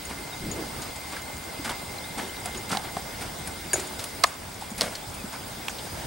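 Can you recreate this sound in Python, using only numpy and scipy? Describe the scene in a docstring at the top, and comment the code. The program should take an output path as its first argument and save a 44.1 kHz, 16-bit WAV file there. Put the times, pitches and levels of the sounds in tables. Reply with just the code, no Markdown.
"""Arena under a roof, soft dirt floor: a horse lopes past a hand-held camera.
Hooves: sliding low thuds, and noise coloured as spraying sand and lumpy crunch.
Pebbles, hooves and tack: noise cracks with hollow knocks; a metal tack ring: decaying modes; grit: ticks.
Hall: a tail of random taps. Far birds: short gliding sines. Wind: one puff of lumpy low noise.
Beneath: hiss and rumble of camera and air as shaped noise, a beating whine, very high beating sines."""
import sys
import numpy as np
from scipy import signal
from scipy.fft import rfft, irfft
from scipy.io import wavfile
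from scipy.ndimage import uniform_filter1d

SR = 44100
rng = np.random.default_rng(int(sys.argv[2]) if len(sys.argv) > 2 else 0)


def master_out(mix):
    """Clip the mix to full scale and print it as 16-bit PCM to the path in sys.argv[1]."""
    frames = np.transpose(np.atleast_2d(mix))
    ceiling = np.clip(frames, -1, 1)
    pcm = np.round(ceiling * 32767).astype(np.int16)
    wavfile.write(sys.argv[1], SR, pcm)


N = 267466

# hooves sliding in loose dirt: start_s, level_db (before the envelopes), hollow_hz (of the print)
SCUFFS = [(0.097, -35.5, 910), (0.272, -44, 900), (0.599, -40.5, 496), (0.82, -41, 1000),
          (1.122, -35, 1010), (1.159, -38, 990), (1.648, -28.5, 910), (1.695, -32, 925), (2.18, -30, 770),
          (2.219, -38, 405), (2.454, -35.5, 736), (2.539, -40.5, 402), (2.696, -30.5, 900),
          (2.717, -28, 765), (2.839, -36.5, 930), (2.969, -39.5, 764), (3.212, -34.5, 724),
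          (3.239, -51, 756), (3.461, -42, 860), (3.758, -33, 392), (3.798, -40, 670), (3.993, -37.5, 603),
          (4.049, -47, 487), (4.259, -37, 600), (4.517, -44, 394), (4.613, -37.5, 907), (4.782, -32.5, 750),
          (4.81, -25, 576), (4.858, -38.5, 692), (4.92, -38, 637), (5.328, -36.5, 844), (5.849, -42, 820),
          (5.968, -42, 600)]
# dirt colour, relative: freq_hz, level_db
DIRT_COLOUR = [(70, -55), (200, 7), (400, -6), (600, -2.5), (800, -4), (1500, -0.5), (3000, -2),
               (5000, -5.5), (9000, -4), (12000, -8.5), (16000, -39)]
# hooves landing: start_s, peak_db, start_pitch_hz
THUDS = [(1.597, -29.5, 305), (2.106, -34, 177), (2.176, -31, 257), (2.723, -28, 187), (2.965, -33.5, 226),
         (3.47, -34, 192), (3.738, -26.5, 390), (4.719, -27, 216), (5.244, -28, 215)]
# pebbles, hooves, tack; peaks before port colour and pan:
# start_s, crack_peak_db, crack_centre_hz, knock_peak_db, knock_hz, pan_db (left over right)
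CLACKS = [(0.82, -30, 4050, -47, 719, 0), (0.957, -28, 7500, -50, 905, 0), (1.166, -40, 3200, -27, 1620, 0),
          (1.694, -24, 3080, -18, 920, 0), (2.1827, -28, 3330, -29.5, 760, 0),
          (2.4573, -18, 9430, -24, 755, 2), (2.5457, -25, 3380, -44, 818, -2),
          (2.7162, -21, 4770, -35, 730, 4), (2.728, -34, 4700, -22, 1370, -13),
          (2.7484, -30, 3780, -15.5, 734, -3), (2.7705, -15, 3550, -17, 780, -5.5),
          (2.9676, -50, 5100, -15.5, 740, 2), (3.473, -21.5, 10100, -43, 891, 3),
          (3.7321, -11, 10000, -16, 1640, -1.5), (3.7408, -17, 6570, -17, 590, 4),
          (3.7563, -42, 6790, -18, 604, -2), (3.7968, -24, 7300, -28, 680, 0),
          (3.993, -23.5, 4100, -47, 554, 3), (4.04, -20, 10200, -46, 543, 1),
          (4.236, -19, 3520, -22, 1340, -15), (4.2385, -2.5, 5100, -8, 1240, -8.5),
          (4.2415, -4, 3650, -2.5, 1225, 4.5), (4.2443, -25, 3900, -11.5, 1050, -1),
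          (4.2608, -34, 6920, -29, 610, 1), (4.6209, -39, 3440, -22.5, 830, 0),
          (4.779, -25.5, 9930, -56, 730, -8), (4.8103, -3.5, 4370, -20, 700, 1),
          (4.8168, -9.5, 4160, -18, 500, 0), (4.9521, -22.5, 4550, -35, 580, 3),
          (5.141, -30, 9400, -43, 580, 0), (5.6826, -15.5, 2640, -22.5, 797, -3.5),
          (5.6936, -28, 6240, -34, 1500, -2), (5.783, -30, 3580, -50, 800, 0)]
# blows on the tack ring: start_s, level_db, upper_modes_db (modes above 8 kHz against the lower)
JINGLES = [(0.0523, -35, 4), (0.5136, -25, -12), (0.818, -35, -2), (2.5735, -31, -4), (3.7328, -18.5, 3),
           (3.7388, -17, -7), (3.745, -43, -7), (3.8711, -38, 6), (4.2682, -32, 1), (4.7034, -34.5, -1)]
# modes of the ring: mode_hz, level_db, t60_s
RING_MODES = [(6700, -3.5, 0.064), (6930, -4, 0.022), (7010, -7, 0.1), (7120, -10, 0.032), (9290, -4, 0.05),
              (9430, -4.5, 0.046), (9860, -29, 0.027)]
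# colour of sharp sounds at the ports: freq_hz, level_db
PORT_COLOUR = [(250, -11.5), (500, -2), (9000, 1.5), (11500, -5), (16000, -7)]
# housing resonances: centre_hz, width_hz, peak_db; users scale width or height
HOUSING = [(75.6, 15, 7), (797, 340, 4), (1500, 320, 4.5), (2180, 290, 4.5), (3580, 870, 3.5),
           (4950, 600, 6.5), (8730, 1430, 5.5)]
# hall decay: freq_hz, t60_s
HALL_DECAY = [(250, 1), (1000, 0.53), (4000, 0.22), (10000, 0.34)]
# far birds: start_s, length_s, from_hz, to_hz, peak_db
CHIRPS = [(.315, .04, 3730, 3750, -39), (1.979, .015, 4300, 3870, -35.5), (2.025, 0.046, 3200, 4200, -39),
          (2.291, .012, 3150, 2950, -38), (3.145, 0.026, 4350, 4250, -44), (3.7, 0.033, 4700, 4670, -36),
          (5.161, 0.081, 2720, 2340, -43)]
# wind on the microphone: time_s, level_db (before buffeting), centre_hz
GUST = [(.33, -56, 140), (.41, -42.5, 139), (.48, -34.5, 159), (.53, -35.5, 262), (.59, -31, 315),
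        (.66, -41, 276), (.73, -52, 180), (.82, -58, 150)]
# air spectrum, relative: freq_hz, density_db_per_hz
AIR_COLOUR = [(15, -34), (30, -12.5), (60, -4), (120, -4), (450, -6.5), (900, -6), (1150, -10),
              (1900, -12.5), (3000, -14.5), (6300, -16.5), (9500, -17), (10500, -22), (14800, -22.5),
              (15300, -32), (16100, -39)]
# left-right likeness of the air at the ports: freq_hz, likeness (0 to 1)
LIKENESS = [(30, 0.85), (60, 0.98), (130, 0.98), (290, 0.61), (640, 0.4), (1410, 0.23), (3100, 0.59),
            (6820, 0.47), (9500, 0.67), (11000, 1), (16000, .999)]
# slow swell of the air: time_s, hiss_db, rumble_db
SWELL = [(0.0, -40, -43.5), (0.62, -38, -40), (0.98, -39, -44.5), (5.67, -38.5, -42.5), (6.06, -38, -40.5)]
# whine level: time_s, level_db
WHINE_LEVEL = [(0.0, -50), (1.79, -48), (5.59, -58.5), (6.06, -61)]
# whine pair, mean pitch: lower_hz, upper_hz
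WHINE_HZ = [2078, 2095]
# three close, steady, very high tones that beat together: one pitch_hz each
WHISTLE_HZ = [15674.3, 15734.3, 15747.3]
# their levels, same order: one rms_db each
WHISTLE_RMS_DB = [-67, -52, -57]

# deeper prints trickle longer: t60 goes as (PRINT_HZ / hollow_hz) ** LINGER_POWER
PRINT_HZ, SCUFF_T60_S, LINGER_POWER = 710, 0.29, 1
# boom of a print at PRINT_HZ, and how much more per octave deeper
LIFT_DB, LIFT_DB_PER_OCTAVE = 10, 12.5
# dirt sounds brighter while the horse passes close
PASS_S, PASS_WIDTH_S = 4.2, 0.73
NEAR_TILT_DB_PER_OCTAVE, FAR_TILT_DB_PER_OCTAVE = 0.7, -2
THUD_T60_S = 0.043
# t60 of a crack at MIDDLE_DB; harder blows are snappier, by a log factor per dB
CRACK_T60_S, SHORTER_PER_DB, MIDDLE_DB = 0.021, 0.13, -16
JINGLE_PAN_DB = 6.5
TICKS_PER_S, TICK_FLOOR_DB = 10, -39
BAND_EDGE_HZ = 16100


def gain_of(db):
    """Decibels to amplitude factor."""
    return 10 ** (np.asarray(db) / 20)


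def evened(x):
    """Scales to rms 1."""
    return x / np.sqrt(np.mean(x ** 2) + 1e-20)


def peaked(x, db):
    """Scales to a peak level."""
    return gain_of(db) * x / (np.max(abs(x)) + 1e-12)


def smoothed(x, first, second):
    """Two moving averages along time, lengths in samples."""
    return uniform_filter1d(uniform_filter1d(x, first), second)


def read(points, hz):
    """Reads a spectrum on a log-frequency axis."""
    f, value = np.transpose(points)
    return np.interp(np.log(hz + 1), np.log(f + 1), value)


def curve(rows):
    """Spreads curve rows over all samples."""
    s, *columns = np.transpose(rows)
    return [np.interp(np.arange(N) / SR, s, c) for c in columns]


def add(mix, start_s, sound, pan_db=0):
    """Places a sound in the stereo mix."""
    part = mix[:, max(round(start_s * SR), 0):][:, :sound.shape[-1]]
    part += sound[..., :part.shape[1]] * gain_of([[pan_db / 2], [-pan_db / 2]])


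def resonate(x, hz, width_hz):
    """Resonance of gain 1: shifts hz down to zero, smooths, shifts back."""
    turn = np.exp(2j * np.pi * np.cumsum(hz * np.ones(len(x))) / SR)
    r = np.exp(-np.pi * width_hz / SR)
    return 2 * (turn * signal.lfilter([1 - r], [1, -r], x / turn)).real


def bell(hz, centre_hz, width_hz):
    """Resonance bump of height 1."""
    return 1 / (1 + (2 * (hz - centre_hz) / width_hz) ** 2)


def housing_db(hz):
    """Sum of the housing resonances in dB."""
    return sum(db * bell(hz, f, w) for f, w, db in HOUSING)


def clumpy_decay(t, rise_s, t60_s, noise, clump_db):
    """Smooth rise, exponential decay, random level clumps."""
    rise = np.sin(np.pi / 2 * np.minimum(t / rise_s, 1)) ** 2
    decay = gain_of(-60 * np.maximum(t - rise_s, 0) / max(t60_s, .02))
    return rise * decay * gain_of(clump_db * evened(smoothed(noise, 90, 40)))


def scuffs():
    """Fine sand sprays first and dies fast; heavier crunch swells after it and lingers."""
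    out, t = np.zeros((2, N)), np.arange(12000) / SR
    hz = np.fft.rfftfreq(len(t), 1 / SR)
    noise = rng.standard_normal((len(SCUFFS), 5, len(t)))
    fine = 1 / (1 + (2600 / (hz + 1)) ** 4)
    tilt_octaves = np.log2(np.maximum(hz, 600) / 2000)
    for (s, db, hollow_hz), (common, left, right, *clumps) in zip(SCUFFS, noise):
        t60_s = SCUFF_T60_S * (PRINT_HZ / hollow_hz) ** LINGER_POWER
        nearness = np.exp(-((s - PASS_S) / PASS_WIDTH_S) ** 2)
        tilt = FAR_TILT_DB_PER_OCTAVE + (NEAR_TILT_DB_PER_OCTAVE - FAR_TILT_DB_PER_OCTAVE) * nearness
        lift_db = LIFT_DB + LIFT_DB_PER_OCTAVE * np.log2(PRINT_HZ / hollow_hz)
        hollow_db = lift_db * bell(hz, hollow_hz, 0.4 * hollow_hz)
        colour_db = read(DIRT_COLOUR, hz) + tilt * tilt_octaves + hollow_db + 0.67 * housing_db(hz)
        stereo = common + 0.23 * np.array([left, right])
        sand = rfft(evened(irfft(rfft(stereo) * gain_of(colour_db), len(t))))
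        spray = irfft(sand * fine, len(t)) * clumpy_decay(t, 0.011, 0.89 * t60_s, clumps[0], 0.99)
        crunch = irfft(sand * (1 - fine), len(t)) * clumpy_decay(t, 0.022, t60_s, clumps[1], 2.4)
        add(out, s - .009, gain_of(db) * (spray + crunch))
    return out


def thuds():
    """Packed dirt answers each hoof with soft low cycles that slide down; the octave dies faster."""
    out, t = np.zeros((2, N)), np.arange(6000) / SR
    shape = np.minimum(t / 0.0092, 1) * gain_of(-60 * t / THUD_T60_S)
    for s, db, hz in THUDS:
        phase = 2 * np.pi * hz * t * (1 - 1.35 * t)
        thud = shape * (np.sin(phase) + 0.66 * shape * np.sin(2 * phase))
        add(out, s - .004, peaked(thud, db))
    return out


def clacks():
    """Hard contact: a short noise crack round its centre, with a hollow knock ringing a few cycles."""
    out, t = np.zeros((2, N)), np.arange(3000) / SR
    noise = rng.standard_normal((len(CLACKS), 2, len(t)))
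    for (s, db, hz, knock_db, knock_hz, pan_db), (a, b) in zip(CLACKS, noise):
        t60_s = CRACK_T60_S * np.exp(-SHORTER_PER_DB * (db - MIDDLE_DB))
        burst = a * gain_of(-60 * t / t60_s) * np.minimum(t / 0.0021, 1)
        crack = resonate(resonate(burst, hz, 1460), hz, 9000)
        crack = crack + 0.18 * sum(resonate(burst, f, 3 * w) for f, w, _ in HOUSING[2:])  # housing answers
        blow = b * gain_of(-60 * t / 0.012) * np.minimum(t / 0.0019, 1)
        knock = resonate(resonate(blow, knock_hz, 130), knock_hz, 560)
        # neighbouring modes
        knock = knock + 0.24 * resonate(blow, 0.58 * knock_hz, 107)
        knock = knock + 0.23 * resonate(blow, 1.33 * knock_hz, 240)
        add(out, s - .0005, peaked(crack, db) + peaked(knock, knock_db), pan_db)
    grid_hz = np.linspace(0, SR / 2, 129)
    # doubled dB: minimum_phase takes the square root of the magnitude
    linear = signal.firwin2(257, grid_hz, gain_of(2 * read(PORT_COLOUR, grid_hz)), fs=SR)
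    return signal.lfilter(signal.minimum_phase(linear), 1, out)


def jingles():
    """Every blow rings the same small metal modes, with chance phases."""
    out, t = np.zeros((2, N)), np.arange(6000) / SR
    phase_turns = rng.random((len(JINGLES), len(RING_MODES)))
    for (s, db, upper_db), row in zip(JINGLES, phase_turns):
        ring = np.zeros(len(t))
        for (hz, mode_db, t60_s), turn in zip(RING_MODES, row):
            decay = gain_of(mode_db + upper_db * (hz > 8000) - 60 * t / t60_s)
            ring += decay * np.sin(2 * np.pi * (hz * t + turn))
        add(out, s, gain_of(db) * ring * np.minimum(t / 0.00068, 1), JINGLE_PAN_DB)
    return out


def grit():
    """Grit flung up at random: sparse bright decaying ticks of uneven size."""
    struck = rng.random(N) < TICKS_PER_S / SR
    size = gain_of(TICK_FLOOR_DB + 6.0 * np.minimum(rng.exponential(1, N), 1.8)) * struck
    kind, t, out = rng.integers(0, 6, N), np.arange(300) / SR, np.zeros((2, N))
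    for k, hz in enumerate([3900, 7000, 8240, 9100, 10440, 11300]):
        tick = gain_of(-60 * t / 0.0077) * np.sin(2 * np.pi * hz * t)
        out += signal.oaconvolve(size * (kind == k), tick)[:N]
    return out


def hall(x):
    """Roof and walls: taps of random sign, each band dying at its own speed."""
    taps = np.zeros((2, SR // 2))
    at = np.arange(300, SR // 2 - 20, 20)
    at = at + rng.integers(0, 20, (2, len(at)))
    np.put_along_axis(taps, at, rng.choice([-1., 1.], at.shape), 1)
    hz, t, z = signal.stft(taps, SR, nperseg=256)
    decay = gain_of(-60 * t / read(HALL_DECAY, hz)[:, None])
    tail = signal.istft(z * decay, SR, nperseg=256)[1]
    return signal.fftconvolve(x.mean(0)[None], tail / np.linalg.norm(tail[0]), axes=1)[:, :N]


def birds():
    """Short sine notes, each gliding linearly under a smooth swell."""
    out = np.zeros((2, N))
    for s, length_s, from_hz, to_hz, db in CHIRPS:
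        hz = np.linspace(from_hz, to_hz, round(length_s * SR))
        add(out, s, gain_of(db) * np.hanning(len(hz)) * np.sin(2 * np.pi * np.cumsum(hz) / SR))
    return out


def gust():
    """Wind on the microphone: lumpy low noise, partly different at each port."""
    db, centre_hz = curve(GUST)
    t = np.arange(N) / SR
    blowing = uniform_filter1d(1. * (t > GUST[0][0]) * (t < GUST[-1][0]), 2000)
    common, *own = rng.standard_normal((3, N))
    lumps = [evened(resonate(resonate(common + 0.13 * n, centre_hz, 174), centre_hz, 560)) for n in own]
    buffets = evened(smoothed(rng.standard_normal(N), 900, 500))
    return gain_of(db + 1.7 * buffets) * blowing * np.array(lumps)


def air():
    """Hiss and rumble: shaped noise with faint patches in time and frequency, part common to both ports."""
    frames, hz = N // 512 + 5, np.fft.rfftfreq(2048, 1 / SR)
    a, b, c, d, patches = rng.standard_normal((frames, 1025, 5)).T
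    patches = evened(uniform_filter1d(uniform_filter1d(patches, 28, 0), 4, 1))
    colour_db = read(AIR_COLOUR, hz) + housing_db(hz)
    apart = np.sqrt((1 - np.clip(read(LIKENESS, hz), 0, 1)[:, None]) / 2)
    mid, side = np.sqrt(1 - apart ** 2) * (a + 1j * b), apart * (c + 1j * d)
    z = np.array([mid + side, mid - side]) * gain_of(colour_db[:, None] + 1.48 * patches)
    low = 1 / (1 + (hz[:, None] / 350) ** 4)
    hiss, rumble = (evened(signal.istft(z * band, nperseg=2048, noverlap=1536)[1][:, :N])
                    for band in (1 - low, low))
    hiss_db, rumble_db = curve(SWELL)
    return gain_of(hiss_db) * hiss + gain_of(rumble_db) * rumble


def tones():
    """Camera whine: two drifting tones beat in a fuzzy band; three steady, very high tones beat together."""
    noise, t = rng.standard_normal((3, N)), np.arange(N) / SR
    drifts = [evened(smoothed(n, 4000, 4000)) for n in noise[:2]]
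    lower, upper = (np.sin(2 * np.pi * np.cumsum(hz + 2.49 * drift) / SR)
                    for hz, drift in zip(WHINE_HZ, drifts))
    centre_hz = np.mean(WHINE_HZ)
    fuzz = evened(resonate(resonate(noise[2], centre_hz, 80), centre_hz, 80))
    # the pair is summed before the fuzz joins at its own level
    whine = evened(lower + .6 * upper + 0.6 * fuzz)
    whistle = sum(np.sqrt(2) * gain_of(db) * np.sin(2 * np.pi * hz * t)
                  for hz, db in zip(WHISTLE_HZ, WHISTLE_RMS_DB))
    return gain_of(curve(WHINE_LEVEL)[0]) * whine + whistle


def scene():
    """Horse and birds, with their hall tail, over wind, air and tones."""
    in_hall = scuffs() + thuds() + clacks() + jingles() + grit() + birds()
    return in_hall + gain_of(-18.5) * hall(in_hall) + gust() + air() + tones()


def record(dry):
    """Close ports share bass and top; gain control ducks loud sounds; peaks round off; band limit."""
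    mid, side = (dry[0] + dry[1]) / 2, (dry[0] - dry[1]) / 2
    side = signal.sosfilt(signal.butter(2, [70, 11000], "band", fs=SR, output="sos"), side)
    # gain control: instant hold, linear recovery in dB
    power_db = 10 * np.log10(abs(uniform_filter1d(mid ** 2, 200)) + 1e-12)
    over_db = 0.36 * np.maximum(power_db + 18, 0)
    recovered_db = np.arange(N) * 1.78 / SR  # 1.78 dB a second
    held_db = np.maximum(np.maximum.accumulate(over_db + recovered_db) - recovered_db, 0)
    lag = np.exp(-1 / (0.01 * SR))  # 10 ms lag: the dip trails the attack
    duck_db = signal.lfilter([1 - lag], [1, -lag], held_db)
    ducked = np.array([mid + side, mid - side]) / gain_of(duck_db)
    size = abs(ducked)
    bent = np.sign(ducked) * (.5 + .42 * np.tanh((size - .5) / .42))
    rounded = np.where(size < .5, ducked, bent)
    band_limit = signal.firwin(1023, BAND_EDGE_HZ, window=("kaiser", 9), fs=SR)
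    return signal.oaconvolve(rounded, band_limit[None], "same")


dry = scene()
out = record(dry)
master_out(out)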